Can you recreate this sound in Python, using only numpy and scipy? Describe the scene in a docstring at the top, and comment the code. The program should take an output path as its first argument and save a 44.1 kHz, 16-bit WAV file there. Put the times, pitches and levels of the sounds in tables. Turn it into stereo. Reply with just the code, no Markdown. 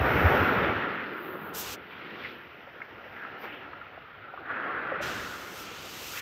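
"""A muffled, surf-like rubbing roar and rattle swells, fades and swells again.
It is probably handling noise on a hand-held microphone pair: dense clicks merging into coloured noise.
Small knocks ring in damped modes close to the microphones, with soft swishes and a faint fizz.
A bright dry hiss cuts in twice on the right, as if the muffled port were briefly uncovered.
Wind rumbles underneath."""
import sys
import numpy as np
from scipy import signal
from scipy.fft import rfft, irfft, next_fast_len
from scipy.io import wavfile
from scipy.ndimage import uniform_filter1d

SR = 44100
rng = np.random.default_rng(int(sys.argv[2]) if len(sys.argv) > 2 else 0)


def master_out(mix):
    """Clip the mix to full scale and print it as 16-bit PCM to the path in sys.argv[1]."""
    frames = np.transpose(np.atleast_2d(mix))
    ceiling = np.clip(frames, -1, 1)
    pcm = np.round(ceiling * 32767).astype(np.int16)
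    wavfile.write(sys.argv[1], SR, pcm)


N = 274153
TIME = np.arange(N) / SR
FRAME = 1024
FRAME_HZ = np.fft.rfftfreq(FRAME, 1 / SR)


# Spectrum of the roar at the two ports: frequency_hz, left_db, right_db
ROAR_SPECTRUM = [(50, -43, -56.5), (120, -21.5, -11.5), (183, -8.5, -5.5), (255, -13, 0.5), (343, -9, 2.5),
                 (530, -5, 2.5), (650, -6.5, -2.5), (996, -6.5, -1.5), (1500, -25.5, -23),
                 (3000, -86.5, -75)]
# Likeness of the roar between the ports: frequency_hz, coherence (0-1)
ROAR_COHERENCE = [(130, 1), (300, 0.3), (480, 0.34), (750, 0.34), (1100, 1)]

def roar():
    """Filtered noise: a hollow rubbing roar, which moves right as it ebbs."""
    level_db, ebbing = roar_envelope(TIME)
    rubbing = patter(per_s=400, spread_db=0, share=0.18)
    boom = bump(centre_hz=162, octaves=0.27) - 0.59 * bump(centre_hz=750, octaves=0.43)
    pair = at_ports(rubbing, ROAR_SPECTRUM, lambda t: spectrum(ROAR_COHERENCE).T, patchy_db=1.3,
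                    tilt=lambda t: boom * boom_db(t))
    pair = np.array([unit_rms(channel) for channel in pair])
    return gain_of(level_db - 0.75 + waver(rate_hz=9, depth_db=0.5)) * panned(pan_db=-7 * ebbing) * pair


def boom_db(t):
    """Spectral balance: the roar puts more of its energy in the bass when it is loud or ebbing."""
    level_db, ebbing = roar_envelope(t)
    onset_db, ebb_db, quiet_db = -6.5, 4.5, -44
    return onset_db + (ebb_db - onset_db) * ebbing + 0.1437 * (level_db - quiet_db)


# Surges of roar and rattle: start_s, hold_s, rise_db_per_s, rattle_fall_db_per_s, roar_fall_db_per_s,
# roar_db, rattle_db, treble_db, shoulder_db, rattle_pan_db, rattle_coherence (0-1), rightward_run (0-1)
SURGES = [(0.082, 0.55, 34, 23, 33.5, -22.5, -23.5, -21.5, 2, 1.5, 0.39, 0.79),
          (3.166, 0.45, 33.5, 19.5, 22, -45, -35, -39.5, 1.5, -1, 0.99, 0),
          (4.506, 0.59, 166.5, 23.5, 17, -37, -33.5, -36, 5, 0.5, 0.16, 0.6)]
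TURN_S = 0.86  # from surging to ebbing

def roar_envelope(t):
    """Incoherent sources add in power: the level of the whole roar in dB, and its ebbing share."""
    lull_db, lag_s, rise_ratio = -62.5, 0.1, 0.27  # the roar builds later and more slowly than the rattle
    ebbing = ebbs(t)[0]
    total = ebbing + power_of(lull_db)
    for s, hold, rise, _, fall, roar_db, *_, run in SURGES:
        power = power_of(roar_db) * swell(t, s + lag_s, hold - lag_s, rise * rise_ratio, fall)
        total = total + power
        ebbing = ebbing + power * run * np.clip((t - s) / TURN_S, 0, 1)
    return level_of(total), ebbing / total


def rattle_envelope(t):
    """Power-weighted mixing: rattle level, treble above it, 1.8 kHz shoulder, pan (all dB), coherence."""
    _, body, treble = ebbs(t)
    # The lull between surges.
    body, treble = body + power_of(-44.5), treble + power_of(-40.5)
    shoulder, pan, coherence = -2 * body, -0.5 * body, 0.61 * body
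    narrowing_db, drift_db = 2.5, -3  # as a surge runs out, its rattle narrows and drifts right
    for s, hold, rise, fall, _, _, rattle_db, treble_db, shoulder_db, pan_db, alike, run in SURGES:
        push = swell(t, s, hold, rise, fall)
        turned = np.clip((t - s) / TURN_S, 0, 1)
        power = push * power_of(rattle_db)
        body = body + power
        treble = treble + push * power_of(treble_db)
        shoulder = shoulder + power * (shoulder_db - narrowing_db * turned)
        pan = pan + power * (pan_db + drift_db * run * turned)
        coherence = coherence + power * alike
    return level_of(body), level_of(treble / body), shoulder / body, pan / body, coherence / body


# Smaller swells as a surge dies away: start_s, hold_s, roar_db, rattle_db, treble_db
EBBS = [(1.282, 0.32, -38.5, -39, -54.5), (1.98, 0.29, -42.5, -43, -33), (5.593, 0.36, -46, -48, -55.5)]

def ebbs(t):
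    """Power summation: the roar, rattle and treble of each ebb swell and fade together."""
    return sum(np.outer(power_of(levels_db), swell(t, s, hold, rise_db_per_s=43.5, fall_db_per_s=40.5))
               for s, hold, *levels_db in EBBS)


# Spectrum of the rattle: frequency_hz, left_db, right_db
RATTLE_SPECTRUM = [(110, -32.5, -35.5), (246, -20, -22.5), (400, -23, -23.5), (895, -16.5, -11.5),
                   (1097, -7.5, -8), (1402, 2, -4.5), (1557, -6.5, -4), (1944, -15.5, -7.5),
                   (2305, -24, -13.5), (2850, -27.5, -17.5), (3436, -34, -24), (4510, -46.5, -37),
                   (6280, -66.5, -53.5), (8200, -89.5, -102)]

def rattle():
    """Shot noise: hundreds of clicks a second blur into a muffled rattle of changing brightness."""
    level_db, _, _, pan_db, _ = rattle_envelope(TIME)
    treble = np.clip((FRAME_HZ - 1450) / 750, 0, 1)[:, None]
    shoulder = bump(centre_hz=1840, octaves=0.36)

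    def tilt(t):
        _, treble_db, shoulder_db, _, _ = rattle_envelope(t)
        return treble * treble_db + shoulder * shoulder_db

    clatter = patter(per_s=300, spread_db=2.5, share=0.21)
    pair = at_ports(clatter, RATTLE_SPECTRUM, lambda t: rattle_envelope(t)[4], patchy_db=1.33, tilt=tilt)
    return gain_of(level_db + 0.35 + waver(rate_hz=27, depth_db=0.49)) * panned(pan_db) * pair


# Small close knocks: start_s, level_db, pitch_hz, pan_db, ring_t60_s
KNOCKS = [(1.468, -28, 970, 2.5, 0.052), (2.248, -26, 2090, -5, 0.034), (2.257, -27, 1970, -10, 0.024),
          (2.674, -35.5, 564, 0.5, 0.052), (2.803, -26, 1350, 3.5, 0.024),
          (2.8165, -22.5, 1630, -7.5, 0.017), (2.8185, -27.5, 2140, -5.5, 0.031),
          (3.063, -35, 550, -5, 0.036), (3.249, -23.5, 1320, 4.5, 0.044), (3.449, -34, 1580, -7, .026),
          (3.731, -22.5, 1276, 3, 0.042), (3.814, -27.5, 1400, 4, 0.079), (3.953, -43, 755, -14, 0.03),
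          (3.976, -30, 709, -8, 0.023), (4.338, -29, 750, -6, 0.043), (4.375, -31, 1190, 17, 0.03),
          (4.495, -30.5, 1153, 17, 0.068), (4.509, -30, 1350, 11, 0.032), (4.919, -25, 533, -7.5, 0.076),
          (5.004, -26.5, 584, -10, 0.063), (6.136, -33, 1380, -16, 0.04), (6.173, -27.5, 2670, -15, 0.021),
          (6.186, -25, 1550, -3, 0.018)]
# Modes of a knock: pitch_ratio, level_db
KNOCK_MODES = [(.76, -19), (1, 2.5), (1.31, -23.5)]

def knocks():
    """Modal vibration: each knock rings in a few damped modes, with a brief scrape."""
    out, t = np.zeros((2, N)), np.arange(SR // 8) / SR
    scrape_db, scrape_t60_s = -15.5, 0.038
    for s, db, hz, pan_db, t60 in KNOCKS:
        lag = np.array([[0], spectrum(PORT_PHASE, hz)])
        modes = sum(gain_of(mode_db) * np.sin(2 * np.pi * hz * ratio * t - lag)
                    for ratio, mode_db in KNOCK_MODES)
        band = signal.butter(2, [hz * 0.62, hz * 1.45], "bandpass", fs=SR, output="sos")
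        ring = signal.sosfilt(band, modes * gain_of(-60 * t / t60))
        grit = unit_rms(signal.sosfilt(band, rng.standard_normal((2, len(t)))))
        scrape = grit * gain_of(scrape_db - 60 * t / scrape_t60_s)
        add(out, s, gain_of(db + 3) * panned(pan_db)[:, None] * (ring + scrape))
    return signal.sosfilt(signal.butter(6, 2800, fs=SR, output="sos"), out)


# Soft swishes: peak_s, level_db, centre_hz, width_octaves, half_length_s
SWISHES = [(0.253, -56.5, 5380, 0.17, 0.36), (0.316, -24.5, 605, 0.7, 0.051), (0.968, -37, 1680, 0.5, .07),
           (1.266, -40, 358, 0.18, 0.15), (1.62, -46, 1000, 0.4, .12), (2.247, -50, 3200, 0.37, 0.079),
           (2.26, -39, 1850, 0.4, 0.037), (2.95, -74.5, 5040, 0.2, 1), (3.232, -40, 1600, 0.13, 0.048),
           (3.438, -68, 4840, 0.22, 0.034), (3.445, -38.5, 638.9, 1.0, 0.019),
           (3.48, -42.5, 1800, .45, 0.057), (3.55, -52.5, 307, 0.35, 0.17),
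           (3.56, -48.5, 2750, 0.21, 0.071), (4.31, -44.5, 1395, 0.12, .12), (4.543, -40.5, 1460, .25, .03),
           (5.3, -65, 4537, .2, .08), (5.15, -46, 245, 0.27, 0.14), (6.18, -36.5, 1860, 0.56, 0.046)]

def swishes():
    """Band-limited noise: soft bursts of dense ticks, to the right."""
    out = np.zeros((2, N))
    ticks = patter(per_s=810, spread_db=5, share=0.34)
    for s, db, hz, octaves, half_length in SWISHES:
        near = np.flatnonzero(abs(TIME - s) < 3 * half_length + 0.1)
        size = next_fast_len(len(near))
        band = bump(hz, octaves, np.fft.rfftfreq(size, 1 / SR)).T
        burst = unit_rms(irfft(rfft(ticks[:, near], size) * band, size)[:, :len(near)])
        out[:, near] += gain_of(db) * burst * np.exp(-((TIME[near] - s) / half_length) ** 2)
    return panned(pan_db=-7.5)[:, None] * out


# Spectrum of the fizz: frequency_hz, left_db, right_db
FIZZ_SPECTRUM = [(7000, -60, -47), (9900, -34.5, -24), (10900, -29, -17.5), (11660, -16.5, -7),
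                 (13700, -9.5, 0.5), (15000, -13, -3.5)]
# Patches of fizz: peak_s, level_db, half_length_s
FIZZES = [(0.252, -46, 0.32), (1.286, -51.5, 0.12), (1.463, -51.5, 0.063), (1.92, -68, .05),
          (2.287, -66.5, 0.17), (3.15, -70, .15), (3.43, -56, 0.039), (3.52, -68, 0.099),
          (4.738, -74, 0.32)]

def fizz():
    """Resonant filtering: a faint, even fizz gets through only near the ports' high resonance."""
    ticks = patter(per_s=3000, spread_db=3, share=0.15)
    pair = at_ports(ticks, FIZZ_SPECTRUM, coherence=lambda t: 0.1, patchy_db=0.4)
    power = power_of(-64.5 - 3 * TIME)  # a faint bed that thins out steadily
    for s, db, half_length in FIZZES:
        power = power + power_of(db) * np.exp(-2 * ((TIME - s) / half_length) ** 2)
    return gain_of(level_of(power) + 1) * pair


# Spectrum of the bright hiss: frequency_hz, left_db, right_db
HISS_SPECTRUM = [(60, 0, -7), (298, -29, -6), (800, -4.5, -2), (1330, -1, -14), (2000, -18, -6.5),
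                 (2760, -14.5, -0.5), (4260, -24, -6.5), (6340, -28, -7), (8540, -40, -15),
                 (10740, -51, -21), (12300, -37, -10.5), (15000, -49, -15.5)]
# One curve for each spell of hiss: time_s, level_db, brightness (steers the treble tilt)
HISS_SPELLS = [
    [(1.548, -45.5, -2), (1.558, -45, 1), (1.596, -40, 1.5), (1.65, -45, -6.5), (1.738, -44, -5.5),
     (1.745, -46.5, -7.5)],
    [(5.025, -48, -12.5), (5.031, -46.5, -13.5), (5.161, -50, -11.5), (5.507, -54.5, -7), (5.601, -49, -6),
     (5.683, -54, -12.5), (6.195, -44.5, -4.5)],
]

def port_hiss():
    """Gated noise: a dry hiss starts and stops at once, as if the right port were briefly uncovered."""
    open_s, close_s = 0.02, 0.023
    octaves_from_6khz = np.clip(np.log2((FRAME_HZ + 1) / 6000), -1.2, 1.1)[:, None]
    times, level_db, brightness = np.concatenate(HISS_SPELLS).T
    grain = patter(per_s=6100, spread_db=9, share=0.23)
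    hiss = at_ports(grain, HISS_SPECTRUM, coherence=lambda t: 0.65, patchy_db=0.7,
                    tilt=lambda t: octaves_from_6khz * (0.76 * np.interp(t, times, brightness) + 5.9))
    gate = np.zeros(N)
    for spell in HISS_SPELLS:
        start, end = spell[0][0], spell[-1][0]
        gate += np.interp(TIME, [start - open_s, start, end, end + close_s], [0, 1, 1, 0])
    return gain_of(np.interp(TIME, times, level_db) + 10.5) * gate ** 2 * hiss


# Spectrum of the wind: frequency_hz, left_db, right_db
WIND_SPECTRUM = [(25, -13, -13), (45, -8, -3.5), (62, -7, -3), (80, 3, 4.5), (110, -8, 2.5),
                 (170, -7.5, -2.5), (320, -63, -55)]
# Gusts on the microphones: start_s, hold_s, level_db
GUSTS = [(0, 0.39, -31.5), (0.608, 0.067, -39.5), (5.05, .1, -50)]
# Low buffets of the gust: start_s, level_db, pitch_hz, rise_s
BUFFETS = [(.003, -20, 80.5, 0.01), (0.236, -11, 83, 0.013), (0.386, -26, 92, 0.024),
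           (0.751, -32, 93, 0.012)]

def wind():
    """Pressure fluctuation: wind rumbles nearly alike at both ports, with gusts and short buffets."""
    breeze_db = -60.5
    rumble = at_ports(rng.standard_normal((2, N)), WIND_SPECTRUM, coherence=lambda t: 0.98, patchy_db=2)
    gusts = sum(power_of(db) * swell(TIME, s, hold, rise_db_per_s=48, fall_db_per_s=75)
                for s, hold, db in GUSTS)
    out = np.sqrt(power_of(breeze_db) + gusts) * rumble
    t = np.arange(SR // 4) / SR
    for s, db, hz, rise in BUFFETS:
        push = (t / rise) ** 2 * np.exp(2 - 2 * t / rise) * np.sin(2 * np.pi * hz * t)
        add(out, s, gain_of(db) * panned(pan_db=-4.5)[:, None] * push)
    return out


# Phase by which the left port leads the right: frequency_hz, lead_rad
PORT_PHASE = [(100, 0.5), (280, -0.44), (650, -3), (1150, -3.5), (1700, -3), (2600, -4.5), (5000, -4.5)]

def at_ports(streams, colour, coherence, patchy_db, tilt=lambda t: 0):
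    """Partial coherence: the right port shares some of the left's sound, phase-shifted; joint rms 1."""
    framing = dict(fs=SR, nperseg=FRAME, noverlap=FRAME - FRAME // 4)
    _, t, (left, own) = signal.stft(streams, **framing)
    shared = np.clip(coherence(t), 0, 0.99)
    lag = np.exp(-1j * spectrum(PORT_PHASE).T)
    right = shared * lag * left + np.sqrt(1 - shared ** 2) * own
    # Patches a few hundred Hz wide come and go over some 50 ms.
    patches = uniform_filter1d(rng.standard_normal(left.shape), size=10, axis=0)
    patches = unit_rms(uniform_filter1d(patches, size=9, axis=1))
    shaping = gain_of(spectrum(colour)[:, :, None] + patchy_db * patches + tilt(t))
    return unit_rms(signal.istft(np.array([left, right]) * shaping, **framing)[1][:, :N])


def patter(per_s, spread_db, share):
    """Shot noise in two streams: separate clicks carry `share` of the power, smooth noise the rest."""
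    size = gain_of(spread_db * np.minimum(rng.exponential(1, (2, N)), 3))
    clicks = unit_rms(size * rng.choice([-1, 1], (2, N)) * (rng.random((2, N)) < per_s / SR))
    return np.sqrt(share) * clicks + np.sqrt(1 - share) * rng.standard_normal((2, N))


def swell(t, s, hold, rise_db_per_s, fall_db_per_s):
    """Exponential growth and decay: power reaches 1 at s, arches 1 dB over its hold, and dies away."""
    arch_db = np.sin(np.pi * np.clip((t - s) / hold, 0, 1))
    before, after = np.maximum(s - t, 0), np.maximum(t - s - hold, 0)
    return power_of(arch_db - rise_db_per_s * before - fall_db_per_s * after)


def waver(rate_hz, depth_db):
    """Amplitude modulation: sines of random phase sum to a slow unevenness of level, in dB."""
    hz, phase = rate_hz * np.geomspace(1 / 4, 1, num=16), rng.random(16)
    t = TIME[::FRAME // 8]
    wobble = np.sin(2 * np.pi * (np.outer(t, hz) + phase)).sum(1)
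    return depth_db * np.interp(TIME, t, unit_rms(wobble))


def bump(centre_hz, octaves, hz=FRAME_HZ):
    """A Gaussian band in log frequency, height 1, as a column."""
    return np.exp(-0.5 * (np.log2((hz + 1) / centre_hz) / octaves) ** 2)[:, None]


def spectrum(points, hz=FRAME_HZ):
    """A table's columns interpolated in log frequency."""
    table_hz, *columns = np.transpose(points)
    return np.array([np.interp(np.log(hz + 1), np.log(table_hz + 1), c) for c in columns])


def panned(pan_db):
    """Constant-power panning: two gains, pan_db being left minus right."""
    gains = gain_of(np.array([pan_db / 2, -pan_db / 2]))
    return gains / np.sqrt(np.mean(gains ** 2, 0))


def add(mix, s, sound):
    """Superposes a stereo sound on the mix at s seconds."""
    part = mix[:, max(round(s * SR), 0):][:, :sound.shape[1]]
    part += sound[:, :part.shape[1]]


def gain_of(db):
    """Decibels to amplitude."""
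    return 10 ** (np.asarray(db) / 20)


def power_of(db):
    """Decibels to power."""
    return gain_of(db) ** 2


def level_of(power):
    """Power to decibels."""
    return 10 * np.log10(power + 1e-20)


def unit_rms(x):
    """Scales to rms 1."""
    return x / np.sqrt(np.mean(x ** 2) + 1e-20)


def scene():
    """Linear superposition of roar, rattle, wind and the small sounds close to the microphones."""
    return roar() + rattle() + fizz() + wind() + port_hiss() + knocks() + swishes()


def record(dry):
    """Band limiting: the microphone pair passes 60 Hz to 15.65 kHz."""
    thinned = signal.sosfilt(signal.butter(4, 60, "highpass", fs=SR, output="sos"), dry)
    lowpass = signal.firwin(1023, 15650, window=("kaiser", 9), fs=SR)
    return signal.oaconvolve(thinned, lowpass[None], "same")


dry = scene()
out = record(dry)
master_out(out)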